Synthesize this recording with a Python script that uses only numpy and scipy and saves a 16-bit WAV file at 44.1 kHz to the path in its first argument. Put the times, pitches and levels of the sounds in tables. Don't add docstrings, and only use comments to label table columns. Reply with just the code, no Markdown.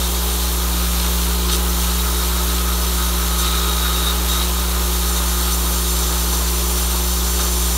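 import sys
import numpy as np
from scipy import signal
from scipy.fft import rfft, irfft, next_fast_len
from scipy.io import wavfile
from scipy.ndimage import uniform_filter1d, map_coordinates

SR = 44100
rng = np.random.default_rng(int(sys.argv[2]) if len(sys.argv) > 2 else 0)


def materialize(psi):
    bounded = np.clip(np.atleast_2d(psi).T, -1, 1)
    quanta = np.round(bounded * 32767).astype(np.int16)
    wavfile.write(sys.argv[1], SR, quanta)


def to_linear_factor(level_db):
    exponent = np.asarray(level_db, float) / 20
    return 10 ** exponent


N = 342657
MAINS_HZ = 60.028
CATCH_S, LEAVE_S = 0.0051, 0.011

# t/s, share [0-1]
TRACK_FILL = [(0, 0.24), (1.4, 0), (1.9, 0.26), (3.2, 0.23), (3.4, .1), (4.84, 0.16), (4.92, 0.37),
              (5.7, 0.85), (6.3, 0.7), (7.77, 0.93)]
# t/s, length/s, swell/dB, overblown towards the third mode/dB
BLOWN_TUBES = [(.01, .06, 5, 1), (1, .08, 3, -1), (1.485, .025, 10, -3), (1.515, .03, 5, 5),
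               (1.8, .06, -1, 4), (1.98, 0.033, 2, 4), (2.56, 0.056, 2, -7), (2.685, 0.045, 5, -1),
               (3.385, 0.72, 4, 2.5), (3.42, .04, 3, -3), (3.72, .15, -0.5, 1), (4.065, .055, 1.5, 4),
               (4.275, .1, 3.5, 4), (4.39, .065, 4, 3), (5.16, 0.025, 2, 5), (5.46, 0.055, 4, -1.5),
               (5.84, .06, 2, 3.5), (7.39, 0.027, 10.5, -6)]
# t/s, length/s, level/dB
SWING_INS = [(1.513, .05, -33.5), (1.793, .05, -37), (3.381, 0.044, -28.5), (4.285, 0.089, -36),
             (5.16, 0.021, -37), (5.518, .03, -32), (7.4, 0.035, -37)]


def unit(x):
    return x / np.sqrt(np.mean(x ** 2) + 1e-20)


def curves(rows):
    s, *columns = np.transpose(rows)
    return [np.interp(np.arange(N) / SR, s, column) for column in columns]


def held(rows, attack_s, release_s):
    t = np.arange(N) / SR
    total = 0
    for start, length, *values in rows:
        rise = (t - start) / attack_s
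        fall = 1 + (start + length - t) / release_s
        total = total + np.outer(values, np.clip(np.minimum(rise, fall), 0, 1))
    return total


def wobble(rate):
    knots = rng.standard_normal(int(N * rate / SR) + 4)
    return map_coordinates(knots, [np.arange(N) * rate / SR])


def filtered(x, response):
    size = next_fast_len(len(x) + 8192)
    return irfft(rfft(x, size) * response(np.fft.rfftfreq(size, 1 / SR)), size)[:len(x)]


def colour(points):
    f, db = np.transpose(points)
    return lambda hz: to_linear_factor(np.interp(np.log(hz + 1), np.log(f), db))


def resonance(hz, centre, width, db):
    return to_linear_factor(db) * 1j * hz * width / (centre ** 2 - hz ** 2 + 1j * hz * width)


def modes(table):
    return lambda hz: sum((-1) ** k * resonance(hz, *row) for k, row in enumerate(table))


def humps(table):
    return lambda hz: np.sqrt(sum(np.abs(resonance(hz, *row)) ** 2 for row in table))


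def turbulence(patchy_db):
    z = signal.stft(rng.standard_normal(N), nperseg=512)[2]
    field = uniform_filter1d(rng.standard_normal(z.shape), size=6, axis=0)
    field = uniform_filter1d(field, size=8, axis=1)
    return signal.istft(z * to_linear_factor(patchy_db * unit(field)), nperseg=512)[1][:N]


def tones(orders, lag, unsteady_db):
    stroke = MAINS_HZ * np.arange(N) / SR + 0.0976
    total = 0
    for multiple, db, polarity in orders:
        gain = polarity * to_linear_factor(db + unsteady_db * wobble(6)) * np.sqrt(2)
        total = total + gain * np.cos(2 * np.pi * (multiple * stroke - lag))
    return total


def magnet():
    # t/s, overtone level/dB
    hum_overtones = [(0, -34), (.6, -34), (.78, -31), (1.6, -30.5), (2, -30.5), (2.12, -33.5), (2.55, -31.5),
                     (2.8, -32.5), (7.77, -33)]
    # multiple of the mains rate, level/dB, polarity
    coil = [(2, -8.5, 0.99), (3, 0.5, 1), (4, -12.5, -0.91)]
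    frame = [(5, -0.5, 0.96)]
    base = [(6, -0.5, 0.98), (10, -12.5, 1), (12, -17.5, 1), (18, -12, 0.94)]
    bowl = [(7, -0.5, -0.95), (9, -14.5, -0.67), (13, -15, 1), (14, -5, -0.77), (17, -5, -0.92)]
    # t/s, length/s, frame/dB, base/dB, bowl/dB
    load_shifts = [
        (.3, 0.24, 7, -1, 2),
        (.64, .16, 9, -4.5, -6),
        (.84, 0.19, 1, -6, -4),
        (2.45, .15, 8, 0, 1),
    ]
    coil_db, = curves(hum_overtones)
    stroke_db = -20.0 + 0.22 * (coil_db + 32.5)
    hum = to_linear_factor(stroke_db) * tones([(1, 0, 1)], lag=0, unsteady_db=0.2)
    hum = hum + to_linear_factor(coil_db) * tones(coil, lag=0.35, unsteady_db=0.24)
    shift_db = held(load_shifts, attack_s=0.037, release_s=0.037)
    for part, rest_db, change_db in zip((frame, base, bowl), (-47.5, -37, -39.5), shift_db):
        hum = hum + to_linear_factor(rest_db + change_db) * tones(part, lag=0.68, unsteady_db=1.86)
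    return hum


def crowding():
    # t/s, level/dB
    falls = [
        (.76, 0),
        (1.49, 2.5),
        (1.525, 6),
        (3.43, 2),
        (4.07, 1),
        (6.58, 3),
        (6.9, 7),
    ]
    tumble_s = 0.023
    tumbles, = held([(s, tumble_s, db) for s, db in falls], CATCH_S, tumble_s)
    packed, = curves(TRACK_FILL)
    swell_db = held(BLOWN_TUBES, CATCH_S, LEAVE_S)[0]
    return -33.5 - 4.5 * packed + .45 * swell_db + tumbles + .8 * wobble(9)


def chatter(count, bunched):
    # f/Hz, width/Hz, level/dB
    steel = [(1990, 750, -7.5), (2670, 490, -2), (3100, 480, 0), (4170, 580, 1.5), (5420, 530, -3.5),
             (7990, 860, -4.5)]
    hop, spread, force = rng.random((count, 3)).T
    stroke_number = np.floor(hop * N / SR * MAINS_HZ)
    landing = stroke_number + .04 + bunched * np.log(spread / (1 - spread))
    place = np.round(landing / MAINS_HZ * SR).astype(int) % N
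    taps = np.bincount(place, 2 * force - 1, N)
    return to_linear_factor(crowding() + 2.0) * unit(filtered(taps, modes(steel)))


def near_steel(x):
    # delay/s, level/dB
    walls = [(.00213, -21), (.00337, -20), (.00461, -21), (.00629, -22), (.00871, -23), (.01253, -24)]
    return filtered(x, lambda hz: 1 + sum(to_linear_factor(db) * np.exp(-2j * np.pi * hz * s) for s, db in walls))


def air():
    # t/s, level/dB
    exposed = [(0, -6), (.4, -3), (1, -1), (1.35, -4), (2, -1), (2.65, 2), (3.2, 1), (4, 1.5), (4.75, -1),
               (5.1, 2), (6.3, -3), (7.77, -4)]
    (exposed_db,), (packed,) = curves(exposed), curves(TRACK_FILL)
    swell_db, over_db = held(BLOWN_TUBES, CATCH_S, LEAVE_S)
    splits = [(s, length, 1 + (db + 36.5) / 6) for s, length, db in SWING_INS]
    splash_db = 3 * held(splits, .004, LEAVE_S)[0]
    rock_rate, rock_db = 22, 2.2
    loose = np.clip(1 - .09 * swell_db, .3, 1)
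    shared = wobble(rock_rate)

    def rock(share):
        return loose * share * rock_db * (0.43 * shared + 0.7 * wobble(rock_rate))

    first_db = -32 + exposed_db + swell_db + rock(1)
    third_db = -34 + 0.33 * exposed_db + swell_db + over_db + rock(0.59)
    upper_db = -36 + 9 * packed + .2 * (swell_db + over_db) + splash_db * (1 - 0.61 * packed) + rock(0.46)
    jet_db = -29 + 0.36 * packed + 0.25 * splash_db + 0.28 * wobble(4.08)
    return first_db, third_db, upper_db, jet_db


def pipe(multiple, width_hz, steady):
    # t/s, f/Hz
    seating = [
        (0, 1238),
        (1.45, 1240),
        (1.5, 1258),
        (1.9, 1263),
        (3.35, 1265),
        (3.5, 1259),
        (4.45, 1260),
        (4.6, 1245),
        (5.6, 1240),
        (7.77, 1238),
    ]

    def drift():
        return filtered(rng.standard_normal(N), lambda hz: 1 / (1 + (2 * hz / width_hz) ** 2))

    breath = drift() + 1j * drift()
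    turns = np.cumsum(multiple * curves(seating)[0]) / SR
    return unit(np.real(breath / np.abs(breath) ** steady * np.exp(2j * np.pi * turns)))


def jets():
    # f/Hz, width/Hz, level/dB
    queue_first = [(1160, 77, -0.5), (1380, 75, 1.5), (1460, 190, -2), (1540, 510, -7.5)]
    queue_third = [(3610, 74, -4), (3860, 190, -5)]
    queue_upper = [(4440, 136, -1.5), (5390, 210, -5), (6070, 134, 1), (6700, 250, -21), (7274, 220, 0.5),
                   (8400, 200, -9), (9330, 380, -3), (12000, 770, -8)]
    # f/Hz, level/dB per Hz
    open_jet = [(500, -53), (1500, -17), (2200, -7.5), (3300, 0), (4900, -5), (6600, 0.5), (7800, -7),
                (8800, -0.5), (9900, -0.5), (10400, -6), (11000, 0), (13000, -0.5), (14500, -1.5),
                (15600, -3.5)]

    def queue(table):
        return unit(filtered(turbulence(patchy_db=1.1), humps(table)))

    first_db, third_db, upper_db, jet_db = air()
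    flutter_db = .5 * wobble(25)
    first = to_linear_factor(-38 + 0.94 * (first_db + 32)) * pipe(1, width_hz=45, steady=.5)
    first += to_linear_factor(-37.5 + 0.85 * (first_db + 32)) * queue(queue_first)
    third = to_linear_factor(-40 + 1.42 * (third_db + 33)) * pipe(3, width_hz=90, steady=.5)
    third += to_linear_factor(-38.5 + 0.8 * (third_db + 34.5)) * queue(queue_third)
    upper = to_linear_factor(upper_db + 1.0 + flutter_db) * queue(queue_upper)
    hiss = unit(filtered(turbulence(patchy_db=1.2), colour(open_jet)))
    hiss = to_linear_factor(jet_db + 4.0 + 0.08 * wobble(19)) * hiss
    return to_linear_factor(flutter_db) * (first + third) + near_steel(upper + hiss)


def arrivals():
    t = np.arange(N) / SR
    swell = np.zeros(N)
    for start, length, db in SWING_INS:
        onset = np.clip((t - start) / .004, 0, 1)
        ending = np.clip((start + length - t) / .01 + 1, 0, 1)
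        swell += to_linear_factor(db - 2.7 * np.abs(t - start) / length) * onset * ending
    fifth = pipe(4.87, width_hz=66, steady=0.37)
    seventh = pipe(7.4, width_hz=260, steady=.3)
    return swell * (fifth + to_linear_factor(-0.5) * seventh)


def workshop():
    # f/Hz, level/dB rms
    far_machine = [
        (269.5, -55.5),
        (317, -57),
    ]
    # f/Hz, level/dB per Hz
    hall = [(20, -5), (60, 4.5), (110, -4.5), (260, -6.5), (340, 3.5), (390, -4), (480, -0.5), (740, -3),
            (920, 2.5), (1300, -1.5), (1900, -9.5), (3000, -22), (6000, -60)]
    t = np.arange(N) / SR
    drone = unit(filtered(turbulence(patchy_db=0.55), colour(hall)))
    total = to_linear_factor(-34.5 + 0.73 * wobble(7) + 3.0) * drone
    for hz, db in far_machine:
        total += to_linear_factor(db + 1.9 * wobble(5.2)) * np.sqrt(2) * np.sin(2 * np.pi * hz * t)
    return total


def scene():
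    track = jets() + arrivals() + near_steel(chatter(count=20000, bunched=.14))
    return np.tile(magnet() + track + workshop(), (2, 1))


def low_pass(x):
    return signal.sosfilt(signal.butter(12, 16610, fs=SR, output="sos"), x)


def record(dry):
    flickers = [.324, .742, .812, .812, 1.067, 1.067, 1.462, 1.903, 2.066, 2.182, 2.553, 2.553, 2.832,
                2.878, 2.878, 4.202, 4.806, 4.806, 4.806, 4.991, 5.224, 6.083, 7.615, 7.615]
    size = 2048
    window = signal.windows.kaiser_bessel_derived(size, 4 * np.pi)
    side = np.zeros(N + 2 * size)
    for s, (place, scatter) in zip(flickers, rng.random((len(flickers), 2))):
        low_hz = 4400 + place * (14200 - 4400)
        high_hz = low_hz + 1600
        db = -39.5 + 6 * (scatter - .5)
        noise = filtered(rng.standard_normal(size), lambda hz: (hz > low_hz) & (hz < high_hz))
        start = round(s * SR) + size // 2
        side[start:][:size] += to_linear_factor(db + 3.0) * unit(noise) * window ** 2
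    side = side[size:size + N]
    mid = filtered(dry.mean(axis=0), lambda hz: hz < 15725)
    return low_pass(np.array([mid + side, mid - side]))


dry = scene()
out = record(dry)
materialize(out)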